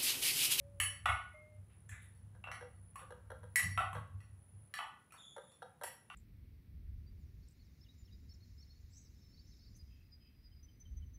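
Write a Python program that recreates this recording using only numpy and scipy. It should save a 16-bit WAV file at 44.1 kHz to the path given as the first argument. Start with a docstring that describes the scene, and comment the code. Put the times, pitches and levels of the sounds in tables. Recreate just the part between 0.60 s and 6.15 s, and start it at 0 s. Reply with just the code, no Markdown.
"""A metal spoon stirs liquid in a glass mug in a bare, tiled room, over faint hiss with a narrow band that rises and sinks.
From the start a low rumble (shaped noise) swells and sinks, bright clinks (ringing modes plus a noise crack) come
irregularly, and faint sine tones fade. After a second short noise scrapes join in, then duller knocks low in the mug.
The rumble is strongest near 3 s and dies down to a trace near 4 s. At about 4.6 s a baby monkey gives a thin squeak
(a quavering sine with overtones) and a faint after-note; the last knocks and clinks follow."""
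import sys
import numpy as np
from scipy import signal
from scipy.fft import rfft, irfft, next_fast_len
from scipy.io import wavfile
from scipy.ndimage import uniform_filter1d, map_coordinates

SR = 44100
rng = np.random.default_rng(int(sys.argv[2]) if len(sys.argv) > 2 else 0)


def dump_mix(stems):
    """Bounce the given channels to the path in sys.argv[1] as a 16-bit WAV at rate SR."""
    frames = np.atleast_2d(stems).T  # one column per channel
    limited = np.clip(frames, -1, 1)  # hard clip at full scale
    pcm = np.round(limited * 32767).astype(np.int16)
    wavfile.write(sys.argv[1], SR, pcm)


N = 244666  # samples in the scene
LENGTH = int(0.55 * SR)  # samples in one blow, and in the room's echo


def amp(db):
    """Turn decibels into a gain."""
    return 10 ** (np.asarray(db) / 20)


def unit(x):
    """Scale a sound to an average strength (rms) of 1."""
    return x / np.sqrt(np.mean(x ** 2) + 1e-30)


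def blend(low, high, share):
    """Go part of the way from one set of levels to another."""
    return np.asarray(low) + share * np.subtract(high, low)


def wobble(rate):
    """Draw a smooth random curve through this many random points a second."""
    points = rng.standard_normal(int(N * rate / SR) + 4)
    return map_coordinates(points, [np.arange(N) * rate / SR])


def shape(points, hz):
    """Read the gain at each frequency from (f/Hz, level/dB) points, joined on a log axis."""
    f, db = np.transpose(points)
    return amp(np.interp(np.log(hz + 1), np.log(f + 1), db))


def resonance(hz, centre_hz, width_hz):
    """Gain of one steep-sided resonance, 1 at its centre."""
    return 1 / (1 + (2 * (hz - centre_hz) / width_hz) ** 2) ** 2


def filtered(x, response):
    """Multiply the spectrum of a sound by a gain that depends on frequency."""
    size = next_fast_len(len(x) + SR // 4)  # padded, so the end does not wrap onto the start
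    spectrum = rfft(x, size) * response(np.fft.rfftfreq(size, 1 / SR))
    return irfft(spectrum, size)[:len(x)]


def noise(response, size=N):
    """Make coloured noise of rms 1."""
    return unit(filtered(rng.standard_normal(size), response))


def add(track, s, sound):
    """Mix a sound into the track at s seconds."""
    start = max(round(s * SR), 0)
    track[start:start + len(sound)] += sound[:max(len(track) - start, 0)]


def room(x, wet_db):
    """Direct sound, then a diffuse tail that builds up, with a cluster of echoes from the far wall."""
    # how long the room takes to fade by 60 dB: f/Hz, t60/s
    walls = [(400, 0.4), (1200, 0.45), (3000, 0.42), (9000, 0.33), (14000, 0.3)]
    build_s = 0.0055
    slap_db, slap_s, slap_width_s = 3.0, 0.038, 0.0069  # the far wall's echoes
    hz, frames, spectrum = signal.stft(rng.standard_normal(LENGTH), SR, nperseg=256)
    t60 = np.interp(hz, *np.transpose(walls))
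    fading = spectrum * amp(-60 * frames / t60[:, None])
    tail = signal.istft(fading, nperseg=256)[1][:LENGTH]
    t = np.arange(LENGTH) / SR
    slap = amp(slap_db * np.exp(-((t - slap_s) / slap_width_s) ** 2))
    tail = tail * (1 - np.exp(-t / build_s)) * slap
    answer = amp(wet_db) * tail / np.linalg.norm(tail)
    answer[0] = 1  # the direct sound
    return signal.fftconvolve(x, answer)[:len(x)]


def hiss():
    """Quiet room air is shaped noise; a narrow, whistling band of noise swells and sinks in a regular cycle."""
    # colour of the room air: f/Hz, level/dB
    air_colour = [(35, -32), (60, -9.5), (93, -3), (159, -2.5), (291, -13.5), (1910, -26), (4850, -38),
                  (9080, -36), (9970, -29), (10900, -37.5), (15500, -38)]
    air_db = -71.0
    period_s, low_db, high_db = 0.865, -84, -70.5
    crest = 0.65  # share of the cycle at which the band is loudest
    cycle = (np.arange(N) / SR / period_s) % 1
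    whistle_db = np.interp(cycle, [0, crest, 1], [low_db, high_db, low_db])
    whistle = noise(lambda hz: resonance(hz, 9910, 360))
    air = noise(lambda hz: shape(air_colour, hz))
    return amp(air_db) * air + amp(whistle_db) * whistle


def rumble_gain(band_hz, share_db):
    """Strength of one band of the rumble: its share of the drone, plus the swells centred near it."""
    # level of the steady drone: t/s, level/dB
    drone = [(0, -57.5), (.85, -66), (1.5, -59), (3.4, -59), (3.95, -64), (4.2, -79.5), (5.55, -77)]
    # swells of the rumble: peak t/s, level at the centre/dB, centre f/Hz
    swells = [(.22, -44, 95), (0.499, -41, 76.4), (.7, -56.5, 62), (1.0, -53.5, 91.7), (1.329, -47, 96),
              (1.62, -48.5, 97), (2.22, -57, 95.4), (2.72, -51.5, 70), (2.84, -51, 102),
              (3.071, -37.5, 109.5), (3.2, -42, 98), (3.379, -43.5, 110.3), (3.56, -48, 98.4),
              (3.719, -53.5, 90), (3.979, -53, 108)]
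    rise_db_per_s, fall_db_per_s = 232, 146.5
    focus_db = 37.5  # a swell is this much weaker one octave from its centre
    t = np.arange(N) / SR
    drone_db = np.interp(t, *np.transpose(drone))
    power = amp(drone_db + share_db) ** 2
    for s, db, centre_hz in swells:
        fade_db = np.maximum(rise_db_per_s * (s - t), fall_db_per_s * (t - s))
        off_centre_db = focus_db * np.log2(band_hz / centre_hz) ** 2
        power += amp(db - fade_db - off_centre_db) ** 2
    return np.sqrt(power)


def rumble():
    """A low drone of evened-out noise in narrow resonances, with a broader, looser flutter of noise."""
    # resonances of the drone: f/Hz, width/Hz, share of the drone/dB
    boom_bands = [(67.5, 29, -6), (97, 22, -1)]
    # colour of the flutter: f/Hz, level/dB
    flutter_colour = [(20, -13.5), (50, -7.5), (100, -1), (135, 5), (170, -0.5), (215, -6.5), (260, -16.5),
                      (400, -31), (800, -70)]
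    track = rumble_gain(152, -8.5) * noise(lambda hz: shape(flutter_colour, hz))
    for centre_hz, width_hz, share_db in boom_bands:
        boom = noise(lambda hz: resonance(hz, centre_hz, width_hz))
        strength = np.sqrt(np.abs(uniform_filter1d(boom ** 2, size=SR // 16)) + 1e-6)
        steady = unit(boom / np.sqrt(strength))  # a drone is steadier than free noise
        track += rumble_gain(centre_hz, share_db) * steady
    return track


def tones():
    """Faint sines waver in pitch and level while they fade away."""
    # lingering tones: start t/s, end t/s, f/Hz, level at the start/dB, fall/dB per s
    faint_tones = [(0, 0.405, 567, -62, 20), (0.737, 1.02, 608.3, -55.5, 50.5),
                   (.738, 1.02, 2130, -57.5, 77.5)]
    attack_s, release_s = 0.0094, 0.058
    waver = 0.0067  # share of the pitch
    t, track = np.arange(N) / SR, np.zeros(N)
    for start, end, hz, db, fall_db in faint_tones:
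        gate = np.clip(np.minimum((t - start) / attack_s, (end - t) / release_s), 0, 1)
        phase = 2 * np.pi * hz * np.cumsum(1 + waver * wobble(35)) / SR
        level_db = db - fall_db * np.maximum(t - start, 0) + 2 * wobble(30)
        track += gate * amp(level_db) * np.sin(phase)
    return track


def squeak():
    """The monkey's thin, rough call: a quavering sine with two overtones starts sharp and settles in pitch."""
    # the squeak and its faint after-note: start t/s, length/s, level/dB, settled pitch f/Hz
    calls = [(4.567, 0.18, -62, 3416), (4.77, 0.2, -76, 3445)]
    attack_s, release_s = 0.019, 0.038
    overshoot, settle_s = 0.055, 0.058  # sharp by this share of the pitch at first
    second_db, third_db = -8.5, -14.0  # overtones
    track = np.zeros(N)
    for start, length, db, pitch_hz in calls:
        t = np.maximum(np.arange(N) / SR - start, 0)
        pitch = pitch_hz * (1 + overshoot * np.exp(-t / settle_s))
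        quaver = 0.018 * wobble(90) + 0.025 * wobble(500)  # the fast part is the roughness
        phase = 2 * np.pi * np.cumsum(pitch * (1 + quaver)) / SR
        voice = np.sin(phase) + amp(second_db) * np.sin(2 * phase) + amp(third_db) * np.sin(3 * phase)
        gate = np.clip(np.minimum(t / attack_s, (length - t) / release_s), 0, 1)
        track += amp(db) * voice * gate
    return room(track, wet_db=0.0)


def scrapes():
    """The spoon slides along the glass: tiny slips of uneven size fade as the spoon slows."""
    # slides: t/s, fade length/s (cut off at half a second), level/dB, centre f/Hz, width/Hz
    slides = [(1.097, 0.059, -76.5, 2180, 3500), (1.289, 0.049, -61, 7400, 2600),
              (1.315, 0.071, -57.5, 1850, 1360), (1.326, 0.17, -78, 3600, 900),
              (1.861, .06, -59, 1170, 1190), (2.418, 0.57, -83, 1220, 1470),
              (4.539, 0.032, -59.5, 1260, 1135), (4.894, .05, -82.5, 7500, 1770)]
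    track, t = np.zeros(N), np.arange(SR // 2) / SR
    for s, length, db, centre_hz, width_hz in slides:
        slip_size = np.exp(rng.standard_normal(len(t)))
        slips = rng.standard_normal(len(t)) * slip_size
        rasp = unit(filtered(slips, lambda hz: resonance(hz, centre_hz, width_hz)))
        fade = np.sqrt(np.clip(1 - t / length, 0, 1))
        add(track, s, amp(db) * rasp * fade)
    return room(track, wet_db=-0.5)


def blow(modes, registers, levels_db, crack_db, crack_t60, scatter_db=0.0):
    """A noise crack plus ringing modes; where the spoon lands sets how strongly each register speaks."""
    # colour of the instant of contact: f/Hz, level/dB
    crack_colour = [(400, -28), (700, -9), (1300, -3), (3000, -3), (4200, 2.5), (4900, -24.5), (5600, 4),
                    (6200, -8), (7600, -4.5), (10800, 1), (11800, -14), (13000, -12.5), (13900, -20.5),
                    (15000, -23.5)]
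    t = np.arange(LENGTH) / SR
    ring = np.zeros(LENGTH)
    for hz, db, t60 in modes:
        mode_db = db + scatter_db * rng.normal() - 60 * t / t60
        ring += amp(mode_db) * np.sin(2 * np.pi * (hz * t + rng.random()))
    crack = amp(crack_db - 60 * t / crack_t60) * noise(lambda hz: shape(crack_colour, hz), size=LENGTH)
    hit = np.zeros(LENGTH)
    for band, db in zip(registers, levels_db):
        sos = signal.butter(N=6, Wn=band, btype="band", fs=SR, output="sos")
        hit += amp(db) * unit(signal.sosfilt(sos, ring + crack))
    return hit


def knocks():
    """Contacts under the liquid are cushioned and hollow; the spoon touches again a moment later."""
    # dull knocks low in the mug: t/s, level/dB, hollowness/0-1
    dull_hits = [(1.749, -81.5, 0.5), (1.871, -63.5, 0), (2.009, -65.5, 0.85), (2.413, -75, 0.97),
                 (2.505, -66, 1), (2.702, -63.5, 0.94), (2.831, -71.5, 1), (3.351, -59, 0.3),
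                 (4.763, -64, 1), (5.02, -62, 0.6), (5.212, -63, 0.87), (5.236, -59, 0.57)]
    # registers of a knock: low edge f/Hz, high edge f/Hz
    dull_bands = [(350, 700), (700, 2100), (2100, 6000), (7000, 15500)]
    # modes of the mug's base and liquid: f/Hz, level before scatter/dB, t60/s
    base_modes = [(491.5, 1.5, 0.14), (520.5, 4, 0.091), (595, 7, 0.051), (778, -9, 0.03), (941, -1, 0.02),
                  (1223, -10, 0.049), (1376, -8.5, 0.051), (1590, 2.5, 0.018), (1994, -20, 0.0203),
                  (2927, -13.5, 0.059), (3300, -0.5, 0.0287), (3793, -16.5, 0.103), (10550, 16, 0.022),
                  (11700, -10.5, 0.044)]
    # strength of each register in a flat and in a hollow knock: level/dB
    flat_db = [-17.5, 0.5, -19, -32]
    hollow_db = [-3, -1, -18, -13]
    track, t = np.zeros(N), np.arange(LENGTH) / SR
    cushion = 1 - np.exp(-t / 0.003)  # a soft start
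    for s, level_db, hollowness in dull_hits:
        levels_db = blend(flat_db, hollow_db, hollowness)
        hit = cushion * blow(base_modes, dull_bands, levels_db, crack_db=2.5, crack_t60=0.036, scatter_db=5.5)
        again = cushion * blow(base_modes, dull_bands, levels_db, crack_db=3, crack_t60=0.014, scatter_db=3)
        add(hit, 0.011 * rng.uniform(0.49, 1.7), again)
        add(track, s, amp(level_db) * room(hit, wet_db=-6.0))
    return track


def clinks():
    """The spoon hits the glass wall; harder contacts are brighter, and each favours one of the mug's modes."""
    # hits: t/s, level/dB, hardness/0-1, extra ring of the rim/dB, wanted note f/Hz, note over the level/dB
    wall_hits = [(0.2, -52.5, 0.79, -2.5, 2973, -1.5), (0.457, -52, 0.21, 2, 1256, 3),
                 (.488, -62, 0.16, -14, 2213, 6), (1.293, -78, 0.77, -4, 1810, 6),
                 (1.422, -90, 1, -10, 1957, -3), (1.549, -104, 1, 2.5, 1957, -4),
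                 (1.84, -75.5, 0.18, -3, 2707, 8), (1.915, -66.5, 0.31, 13.5, 2000, 2.5),
                 (2.357, -76, 0.78, -2, 1110, 9), (2.393, -83, 0.14, -9, 1224, 14),
                 (2.958, -55, 1, -0.5, 1980, 7.5), (2.995, -61, 0.71, 8, 2004, 5),
                 (3.176, -57, 0.24, 0, 1270, 3.5), (3.205, -68.5, 0.01, 10, 766, 6),
                 (3.33, -74, 0.61, -11, 1120, 13), (3.604, -85.5, 0.49, 9.5, 1990, 3.5),
                 (4.139, -65, 0.62, 10, 1780, 2), (4.188, -64, 0.18, 3, 2973, -6),
                 (4.21, -78.5, 0.02, 3, 870, 9.5), (4.507, -99, 0.5, 12, 2440, 14.5),
                 (4.522, -81.5, 0.85, 2, 1350, 2), (4.918, -96, 0.9, 6.5, 1110, 2),
                 (5.235, -66, 0.85, 1, 12250, -4.5), (5.5, -73.5, .2, 8.5, 2770, -2)]
    # registers of a clink: low edge f/Hz, high edge f/Hz
    bright_bands = [(600, 1600), (1600, 3500), (3500, 6200), (6500, 11300), (11600, 15500)]
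    # modes of the filled mug: f/Hz, level/dB, t60/s
    glass_modes = [(763, 1.5, 0.029), (870, -18, 0.044), (1108, -12, 0.24), (1186, 8, 0.03),
                   (1320, 2, 0.044), (1463, -5, 0.23), (1763, 2.5, 0.043), (1961, 2, 0.069),
                   (2190, -9.5, 0.047), (2474, -3.5, 0.031), (2720, 5.5, 0.015), (2976, -16, 0.26),
                   (3700, -11, .06), (4490, -8.5, .25), (5610, -7, .28), (7400, -11, .07), (7850, -11, .18),
                   (8550, -4, .11), (9700, -20.5, 0.033), (10000, -13, 0.33), (10080, 1, 0.27),
                   (13230, -7, 0.018), (12900, -21, 0.063)]
    # strength of each register under the softest and the hardest contact: level/dB
    soft_db = [9, 0.5, -31, -20.5, -32]
    hard_db = [-15, -1, -4.5, 5.5, -3.5]
    note_t60_s = 0.049  # the liquid soon damps the favoured note
    after_db, after_t60_s = -26, 0.35  # a faint part of it rings on
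    track, t = np.zeros(N), np.arange(LENGTH) / SR
    contact = 1 - np.exp(-t / 0.00028)  # a very quick start
    modes_hz = np.transpose(glass_modes)[0]
    for s, level_db, hardness, rim_db, note_hz, note_db in wall_hits:
        levels_db = blend(soft_db, hard_db, hardness)
        levels_db[2] += rim_db  # the rim rings in the middle register
        hit = blow(glass_modes, bright_bands, levels_db, crack_db=13.0, crack_t60=0.018)
        favoured_hz = modes_hz[np.argmin(np.abs(modes_hz - note_hz))]  # the mode nearest the wanted note
        fade = amp(-60 * t / note_t60_s) + amp(after_db - 60 * t / after_t60_s)
        note = unit(np.sin(2 * np.pi * favoured_hz * t) * fade)
        clink = contact * (hit + amp(note_db) * note)
        add(track, s, amp(level_db) * room(clink, wet_db=2.0))
    return track


def scene():
    """Add up all the sources in one channel."""
    return (hiss() + rumble() + tones() + squeak() + scrapes() + knocks() + clinks())[None]


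def record(dry):
    """Keep nothing at or above the band limit of 15650 Hz."""
    return np.array([filtered(channel, lambda hz: hz < 15650) for channel in dry])


dry = scene()
out = record(dry)
dump_mix(out)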